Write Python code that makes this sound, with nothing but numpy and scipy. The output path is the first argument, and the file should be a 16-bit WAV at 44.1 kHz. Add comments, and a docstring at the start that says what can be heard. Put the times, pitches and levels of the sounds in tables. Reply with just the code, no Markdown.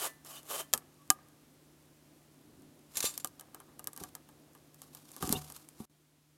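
"""Three rasping strokes of a bow saw, then two sharp cracks as a dead trunk gives way in a snowy wood.
The teeth tear fibres and set wood and blade ringing. A coat swishes and the tossed saw clatters onto
crusted snow; the trunk is pulled over with a run of splintering snaps and lands in thuds and crunches.
Underneath lie distant air and a far engine's hum. Near the end the action cuts off, the level dips
briefly and the background carries on quieter."""
import sys
import numpy as np
from scipy import signal
from scipy.fft import rfft, irfft
from scipy.io import wavfile

SR = 44100
rng = np.random.default_rng(int(sys.argv[2]) if len(sys.argv) > 2 else 0)


def waveform_to_disk(signal):
    """Save audio, clipped to [-1, 1], as 16-bit WAV at the path in sys.argv[1]."""
    frames = np.transpose(np.atleast_2d(signal))
    scaled = np.clip(frames, -1, 1) * 32767
    samples = np.round(scaled).astype(np.int16)
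    wavfile.write(sys.argv[1], SR, samples)


N = 280912
TIME = np.arange(N) / SR
DIP_FROM_S, DIP_UNTIL_S = 5.854, 5.897

# bright spectrum of snapping dry wood: frequency_hz, level_db
SNAP_COLOUR = [(80, -39.5), (300, -15.5), (900, -6.5), (2000, -13.5), (4000, -8), (6500, -3.5), (8500, 1),
               (10300, -0.5), (12500, 2), (16000, -15)]
# resonances of loose splinters and bark: pitch_hz, level_db, t60_s
SPLINTER_MODES = [(522, -3, .012), (874, 2, 0.0091), (1150, 3, 0.01), (1610, -6, 0.0066)]


def sawing(teeth_per_s=330, release_s=0.016, skim_db=-11, skim_s=0.036, body_db=-5, sing_db=-13):
    """Teeth tear fibres in uneven spurts, faster as they bite harder; wood and blade ring along."""
    # push, pull, push: full_bite_s, end_s, bite_db, attack_s, wood_shake_db
    strokes = [(0.014, 0.071, -38, 0.03, -3.5), (0.262, 0.391, -51.5, 0.0083, -5),
               (0.51, 0.607, -39.5, .02, 0)]
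    # spectrum of the rasp: frequency_hz, level_db
    rasp_colour = [(150, -49.5), (250, -20), (393, -10), (547, -11), (651, -1), (971, -6), (1180, -5),
                   (1420, -7), (2200, -14), (3060, -9.5), (5000, -13), (7000, -9), (12500, -8.5),
                   (16000, -18.5)]
    # wood around the cut: pitch_hz, level_db, t60_s
    wood_modes = [(450, -4, .016), (650, -1, .022), (1200, -2.5, .03), (1750, -15, .025),
                  (3130, -5.5, .042), (3620, -17, .03)]
    # the taut blade pings as a push ends: start_s, level_db
    blade_releases = [(.075, -54), (.61, -66)]
    # resonances of the blade: pitch_hz, level_db, t60_s
    blade_modes = [(1770, 2.3, 0.33), (1990, 0.29, 0.32)]
    # each stroke stops quickly, then the teeth skim on lightly
    bites = [from_db(db) * np.maximum(envelope(start, end, attack, release_s),
                                      from_db(skim_db) * envelope(start, end, attack, skim_s))
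             for start, end, db, attack, _ in strokes]
    bite = sum(bites)
    pressure = (bite / bite.max()) ** 0.27
    speed = pressure * (1 + 0.16 * drift(60))
    spurts = 1 + 0.4 * np.sin(2 * np.pi * np.cumsum(teeth_per_s * speed) / SR)
    catching = from_db(1.5 * drift(70))
    teeth = spurts * catching * grains(per_s=14000, spread_db=3)
    rasp = colour(bite * teeth, rasp_colour)
    # the heavy pushes shake the wood hardest; its ring carries no deep bass
    shake = sum(stroke * from_db(row[-1]) for stroke, row in zip(bites, strokes))
    body = rubbed(teeth * pressure * shake, wood_modes)
    body = signal.sosfilt(signal.butter(2, 460, "high", fs=SR, output="sos"), body)
    # on the pull the free length of the blade grows and its resonances sink
    pull_s = np.clip(TIME - strokes[1][0], 0, 0.5)
    sinking = np.cumsum(np.exp(-1.1 * pull_s)) / SR
    sing = sum(drift(800) * np.sin(2 * np.pi * hz * sinking) for hz in (5330, 7200))
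    pings = struck(*np.transpose(blade_releases), blade_modes)
    return rasp + from_db(body_db) * body + from_db(sing_db) * bites[1] * rms_one(sing) + pings


def snapping(lag_s=0.0011, splinter_s=0.0013, tail_s=0.011, smack_hz=7600):
    """A fibre bundle lets go at once, sprays splinters and leaves the trunk ringing."""
    # breaking fibres and twigs, led by two ticks of the teeth catching as a stroke turns: start_s, crack_db,
    # wood_ring_db
    snaps = [(0.2475, -29, -54.5), (0.4304, -38, -58), (0.729, -27.5, -44), (0.7358, -1, -29.5),
             (0.7376, -21, -30.5), (0.746, -20, -55), (0.7756, -18.5, -52), (1.1018, 1.5, -23.5),
             (3.1765, -14, -52), (3.2452, -11.5, -34.5), (3.256, -31, -69), (3.272, -24.5, -74),
             (3.3955, -24.5, -48.5), (3.4088, -30, -47.5), (3.545, -24.5, -45.5), (3.6006, -31.5, -46),
             (3.7929, -24, -43.5), (3.8418, -26.5, -54), (3.8713, -14, -41.5), (3.931, -26, -53),
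             (3.9623, -27, -48.5), (3.9746, -26.5, -45.5), (4.003, -29, -54), (4.0362, -20.5, -38.5),
             (4.1508, -21, -45.5), (4.288, -37, -54), (4.5494, -39.5, -52.5), (4.7433, -35, -61.5),
             (4.8174, -27.5, -52.5), (4.9482, -26, -51.5), (5.1162, -30.5, -68), (5.1635, -26.5, -49),
             (5.2248, -17.5, -33), (5.2737, -19, -46), (5.2917, -13.5, -41), (5.325, -5.5, -49),
             (5.4996, -26, -48.5), (5.521, -27, -71), (5.5635, -27, -75.5), (5.687, -29, -73)]
    times, crack_db, wood_db = np.transpose(snaps)
    times = times + lag_s
    breaks = clicks_at(times, from_db(crack_db))
    splinters = from_db(-14) * fade(breaks, splinter_s) + from_db(-33) * fade(breaks, tail_s)
    crack = colour(from_db(-2) * breaks + splinters * rng.standard_normal(N), SNAP_COLOUR)
    # only the thickest bundles add a hard smack
    smack = from_db(-1) * ring(breaks * breaks / breaks.max(), smack_hz, t60=0.0021)
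    # a big break shakes the whole trunk; a small one mostly goes on tearing where it is
    trunk_share = from_db(0.25 * (wood_db - wood_db.max()))
    tears = clicks_at(times, from_db(wood_db - 3) * (1 - trunk_share))
    tearing = rubbed(fade(tears, decay_s=0.018) * grains(per_s=3300, spread_db=3), SPLINTER_MODES)
    return crack + smack + tearing + trunk_ring(times, wood_db + 3 + 20 * np.log10(trunk_share))


def trunk_ring(times, levels_db, hinge_gives_s=1.0, held_ratio=1.06, pulled_from_s=3.3, detune=0.027):
    """A hinge of uncut wood stiffens the trunk, raising its ring; pulled over, it varies snap by snap."""
    # resonances of the standing trunk: pitch_hz, held_db, loose_db, t60_s
    trunk_modes = [(312, -12.5, -16.5, .07), (495, -16, -39, 0.04), (765, -10, -9.5, 0.065),
                   (955, -13, -10, .03), (1209.4, -8, -4, .07), (1619, -10, -8.5, .048),
                   (2550, -13.5, -16, 0.03013), (3000, -5.5, -11, .04)]
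    hz, held_db, loose_db, t60 = np.transpose(trunk_modes)
    out = np.zeros(N + SR)
    t = TIME[:SR // 4]
    decays = np.exp(-np.log(1000) * t / t60[:, None])
    signs = (-1) ** np.arange(len(hz))
    for at_s, db in zip(times, levels_db):
        pitch_jitter, jitter_db = rng.standard_normal((2, len(hz)))
        held = at_s < hinge_gives_s
        pitch = hz * (held_ratio if held else 1 + detune * pitch_jitter * (at_s > pulled_from_s))
        gains = signs * from_db(db + (held_db if held else loose_db) + jitter_db)
        start = int(at_s * SR)
        out[start:start + len(t)] += gains @ (np.sin(2 * np.pi * np.outer(pitch, t)) * decays)
    return out[:N]


def landing(packing_hz=290, crunch_rise_s=0.02, brush_at_s=5.326, brush_s=0.14, brush_db=-51):
    """The ground thuds; the log knocks, rings low and packs the snow; crust and twigs crunch."""
    # dull thuds on snowy ground, and the fallen log's long low ring: start_s, level_db, pitch_hz, t60_s
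    thuds_and_ring = [(3.042, -25, 480, 0.016), (4.012, -38, 178, 0.018), (5.23, -36.5, 184, 0.11),
                      (5.302, -22.5, 235, 0.042), (5.325, -21.5, 253, 0.026), (5.362, -41.5, 149, 0.36),
                      (5.803, -34.5, 221, 0.082)]
    # knocks on the log: start_s, level_db
    log_blows = [(4.013, -43), (5.208, -45), (5.227, -31), (5.239, -43), (5.275, -39.5), (5.326, -31),
                 (5.35, -33), (5.499, -52.5), (5.80, -47)]
    # resonances of the fallen log: pitch_hz, level_db, t60_s
    log_modes = [(76.3, -17.5, 0.45), (149, -12, 0.098), (300, -9, 0.063), (397, -5, 0.13),
                 (741.5, -12, 0.27), (812, -11.5, 0.12), (923, -17, 0.11), (1150, -11, 0.1)]
    # weight pressing into bark, twigs and crust: peak_s, level_db, decay_s
    crunches = [(2.971, -41, 0.081), (4.016, -49.5, 0.036), (4.82, -61, 0.034), (4.961, -58, .04),
                (5.232, -41.5, 0.029), (5.332, -42.5, 0.04), (5.503, -58, 0.026), (5.567, -54.5, 0.027),
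                (5.804, -55.5, 0.063)]
    # spectrum of the crunch: frequency_hz, level_db
    crunch_colour = [(300, -10), (750, -5.5), (1150, -1), (1900, -11.5), (3700, -6.5), (13000, -4.5),
                     (16000, -21)]
    low_end = sum(ring(clicks_at([s], from_db(db)), hz, t60) for s, db, hz, t60 in thuds_and_ring)
    knock_s, knock_db = np.transpose(log_blows)
    knocks = struck(knock_s, knock_db, log_modes)
    grumble = rms_one(ring(ring(rng.standard_normal(N), packing_hz, 0.005), packing_hz, 0.005))
    packing = fade(clicks_at(knock_s, from_db(knock_db - 4)), decay_s=0.018) * grumble
    presses = [from_db(db) * envelope(s, s, crunch_rise_s, decay) for s, db, decay in crunches]
    # the toppling log brushes through twigs, loudest as it lands
    brush = from_db(brush_db) * envelope(brush_at_s, brush_at_s, brush_s, brush_s)
    crumbs = rms_one(grains(per_s=6300, spread_db=4) * from_db(3.1 * drift(110)))
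    crunch = colour((np.max(presses, axis=0) + brush) * crumbs, crunch_colour)
    return low_end + knocks + packing + crunch


def tossed_saw(crust_db=-3, jangle_db=-6, steel_db=-9):
    """The steel frame breaks the icy crust in several gritty touches and rings; the blade jangles."""
    # the saw hitting the crust: start_s, level_db, decay_s, frame_ring_db
    hits = [(2.955, -39, 0.0075, 9), (2.970, -25, 0.011, -7), (3.0046, -23, 0.0034, -5),
            (3.0266, -29, 0.012, 5), (3.042, -31.5, 0.013, 3), (3.051, -30, 0.027, 4.5),
            (3.139, -47, 0.0091, -1), (3.199, -42, 0.0076, 2)]
    # icy spectrum of the clatter: frequency_hz, level_db
    clatter_colour = [(200, -14), (500, -13), (1150, -12.5), (2800, -7.5), (4000, -0.5), (7500, 4.5),
                      (12000, 5), (16000, -2.5)]
    # resonances of the frame: pitch_hz, level_db, t60_s
    steel_modes = [(1190, -10, .14), (1820, -13, .08), (3700, -5, .03), (4060, -3, .06), (4730, -8, .05),
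                   (6020, -6, .04), (7360, 1, .08), (8300, -2, .03)]
    touches = [fade(clicks_at([s], from_db(db)), decay) for s, db, decay, _ in hits]
    grit = grains(per_s=13000, spread_db=-0.5) * rms_one(from_db(1.2 * drift(600)))
    force = sum(touches) * grit
    blade = jangle(force, from_s=hits[0][0] - 0.5, until_s=hits[-1][0] + 0.5)
    clatter = colour(from_db(crust_db) * force + from_db(jangle_db) * blade, clatter_colour)
    frame_force = grit * sum(touch * from_db(row[-1]) for touch, row in zip(touches, hits))
    return clatter + from_db(steel_db) * rubbed(frame_force, steel_modes)


def jangle(force, from_s, until_s, partials=70, t60_s=0.022):
    """A loose steel blade shivers in many close, short partials."""
    span = slice(int(from_s * SR), int(until_s * SR))
    out = np.zeros(N)
    out[span] = sum(ring(force[span], hz, t60_s) for hz in rng.uniform(1560, 13780, partials))
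    return rms_one(out) * np.std(force)


def squeaking(waver=0.033):
    """Dry wood sticks and slips in brief tones of unsteady pitch."""
    # creaks and squeaks: peak_s, level_db, pitch_hz, half_width_s
    squeaks = [(.365, -53, 2970, 0.032), (0.375, -53.5, 3626, 0.013), (1.018, -63, 1140, 0.024),
               (5.36, -42, 2780, 0.013), (5.362, -39.5, 3590, 0.0079)]
    slipping = TIME + np.cumsum(waver * drift(560)) / SR
    return sum(from_db(db) * swell(s, width) * np.sin(2 * np.pi * hz * slipping)
               for s, db, hz, width in squeaks)


def straining(level_db=-71, patchy_db=13):
    """As the trunk is pulled over, its split faces grind together in uneven slips."""
    slips = rms_one(grains(per_s=2900, spread_db=0) * from_db(patchy_db * drift(35)))
    return from_db(level_db) * swell(peak_s=3.8, half_width_s=0.8) * rubbed(slips, SPLINTER_MODES)


def coat(level_db=-61):
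    """A padded coat gives a soft, low swish as the arm swings."""
    swish = rms_one(ring(rng.standard_normal(N), hz=280, t60=0.026))
    return from_db(level_db) * swell(peak_s=2.59, half_width_s=0.2) * swish


def handling(level_db=-81):
    """Gloves, coat and bark give off faint stray ticks."""
    return from_db(level_db) * colour(grains(per_s=40, spread_db=4), SNAP_COLOUR)


def woodland(x, scatter_db=-25, scatter_s=0.13, band_hz=(500, 1900)):
    """Near trunks echo and far ones scatter a thin tail; the snow swallows the treble."""
    # reflections off near trunks: delay_s, level_db
    echoes = [(.009, -27), (0.085, -33.5)]
    response = rng.standard_normal(SR) * np.exp(-TIME[:SR] / scatter_s)
    response *= from_db(scatter_db) / np.linalg.norm(response)
    for delay_s, db in echoes:
        response[int(delay_s * SR)] += from_db(db)
    reflected = signal.oaconvolve(x, response)[:N]
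    return signal.sosfilt(signal.butter(2, band_hz, "band", fs=SR, output="sos"), reflected)


def background(swell_db=3):
    """Distant air swells once under a fine hiss, and a far engine hums with a wavering pitch."""
    # low rush of air: frequency_hz, level_db
    rush_colour = [(25, -12), (117, -8.5), (180, -11.5), (290, -0.5), (417, -12), (600, -13), (1100, -22),
                   (3000, -38.5)]
    # fine hiss: frequency_hz, level_db
    hiss_colour = [(500, -11.5), (1000, -3), (12000, -7), (15000, -11), (16000, -15)]
    # engine harmonics: pitch_hz, level_db
    harmonics = [(75.3, -83.5), (150.4, -69.5), (301, -80.5)]
    # background balance before the dip, then from it on: rush_db, hiss_db, hum_db
    balances = [(-65, -69, 0), (-74, -73.5, -4)]
    rush_gain, hiss_gain, hum_gain = from_db(balances)[(TIME > DIP_FROM_S).astype(int)].T
    surge = from_db(swell_db * swell(peak_s=3.87, half_width_s=0.75) + drift(13))
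    rush = surge * colour(rng.standard_normal(N), rush_colour)
    hiss = colour(rng.standard_normal(N), hiss_colour)
    turning = TIME + np.cumsum(0.0028 * drift(4.8)) / SR
    hum = sum(np.sqrt(2) * from_db(db + 1.2 * drift(9)) * np.sin(2 * np.pi * hz * turning)
              for hz, db in harmonics)
    return rush_gain * rush + hiss_gain * hiss + hum_gain * hum


def struck(times, level_db, modes):
    """Each blow rings every mode at a random strength; neighbouring modes start in opposite directions."""
    jitter_db = rng.normal(0, 1.6, (len(times), len(modes))).T
    return sum((-1) ** k * ring(clicks_at(times, from_db(level_db + db + jitter_db[k])), hz, t60)
               for k, (hz, db, t60) in enumerate(modes))


def rubbed(force, modes):
    """A noisy force keeps modes ringing; each swells and sinks as the point of contact moves."""
    rings = sum(from_db(db) * ring(force * from_db(2.5 * drift(28)), hz, t60) / np.sqrt(t60)
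                for hz, db, t60 in modes)
    return rms_one(rings) * np.std(force)


def ring(force, hz, t60):
    """One resonance: a unit click starts a sine of height 1 that falls 60 dB in t60 seconds."""
    radius, angle = from_db(-60 / (t60 * SR)), 2 * np.pi * hz / SR
    return signal.lfilter([0, np.sin(angle)], [1, -2 * radius * np.cos(angle), radius ** 2], force + 1e-18)


def grains(per_s, spread_db):
    """Tiny fractures of uneven size at random times; rms 1."""
    sizes = from_db(spread_db * np.minimum(rng.exponential(1, N), 4)) * rng.choice([-1, 1], N)
    return rms_one(sizes * (rng.random(N) < per_s / SR))


def colour(x, spectrum, size=4096):
    """Minimum-phase EQ of unit energy, following the given spectrum."""
    hz, db = np.transpose(spectrum)
    curve_db = np.interp(np.log(np.fft.rfftfreq(size, 1 / SR) + 1), np.log(hz), db)
    cepstrum = irfft(np.log(from_db(curve_db)))[:size // 2]
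    cepstrum[1:] *= 2
    response = irfft(np.exp(rfft(cepstrum, size)))
    return signal.oaconvolve(x, response / np.linalg.norm(response))[:N]


def clicks_at(times, heights):
    """One click at each time."""
    out = np.zeros(N)
    np.add.at(out, np.round(np.asarray(times) * SR).astype(int), heights)
    return out


def fade(clicks, decay_s):
    """Each click opens an envelope that dies away exponentially."""
    return signal.lfilter([1], [1, -np.exp(-1 / (decay_s * SR))], clicks + 1e-18)


def envelope(start_s, end_s, attack_s, release_s):
    """Rises exponentially to 1 at the start, holds until the end, then dies away."""
    falloff = np.maximum(start_s - TIME, 0) / attack_s + np.maximum(TIME - end_s, 0) / release_s
    return np.exp(-np.minimum(falloff, 30))


def swell(peak_s, half_width_s):
    """Bell-shaped rise and fall of height 1."""
    return np.exp(-np.minimum(((TIME - peak_s) / half_width_s) ** 2, 20))


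def drift(per_s):
    """Glides between random values, per_s of them a second; rms 1."""
    knots = rng.standard_normal(N // 8)
    return rms_one(np.interp(TIME * per_s, np.arange(len(knots)), knots))


def from_db(db):
    """Decibels to gain."""
    return 10 ** (np.asarray(db) / 20)


def rms_one(x):
    """Scale to rms 1."""
    return x / np.sqrt(np.mean(x ** 2) + 1e-20)


def scene(dip_db=-14):
    """The felling and its echoes over the background, in mono; the felling cuts off at a brief dip."""
    felling = sawing() + snapping() + straining() + tossed_saw() + landing() + squeaking()
    felling += coat() + handling()
    mix = (felling + woodland(felling)) * (TIME < DIP_FROM_S) + background()
    mix *= from_db(dip_db * ((TIME > DIP_FROM_S) & (TIME < DIP_UNTIL_S)))
    return np.stack([mix, mix])


def record(dry, low_cut_hz=55, high_cut_hz=16900):
    """A small microphone loses the deep bass and overloads on the loudest crack; the top is cut."""
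    thin = signal.sosfilt(signal.butter(2, low_cut_hz, "high", fs=SR, output="sos"), dry)
    clipped = np.clip(thin, -1, 1)
    return signal.sosfilt(signal.cheby2(14, 60, high_cut_hz, fs=SR, output="sos"), clipped)


dry = scene()
out = record(dry)
waveform_to_disk(out)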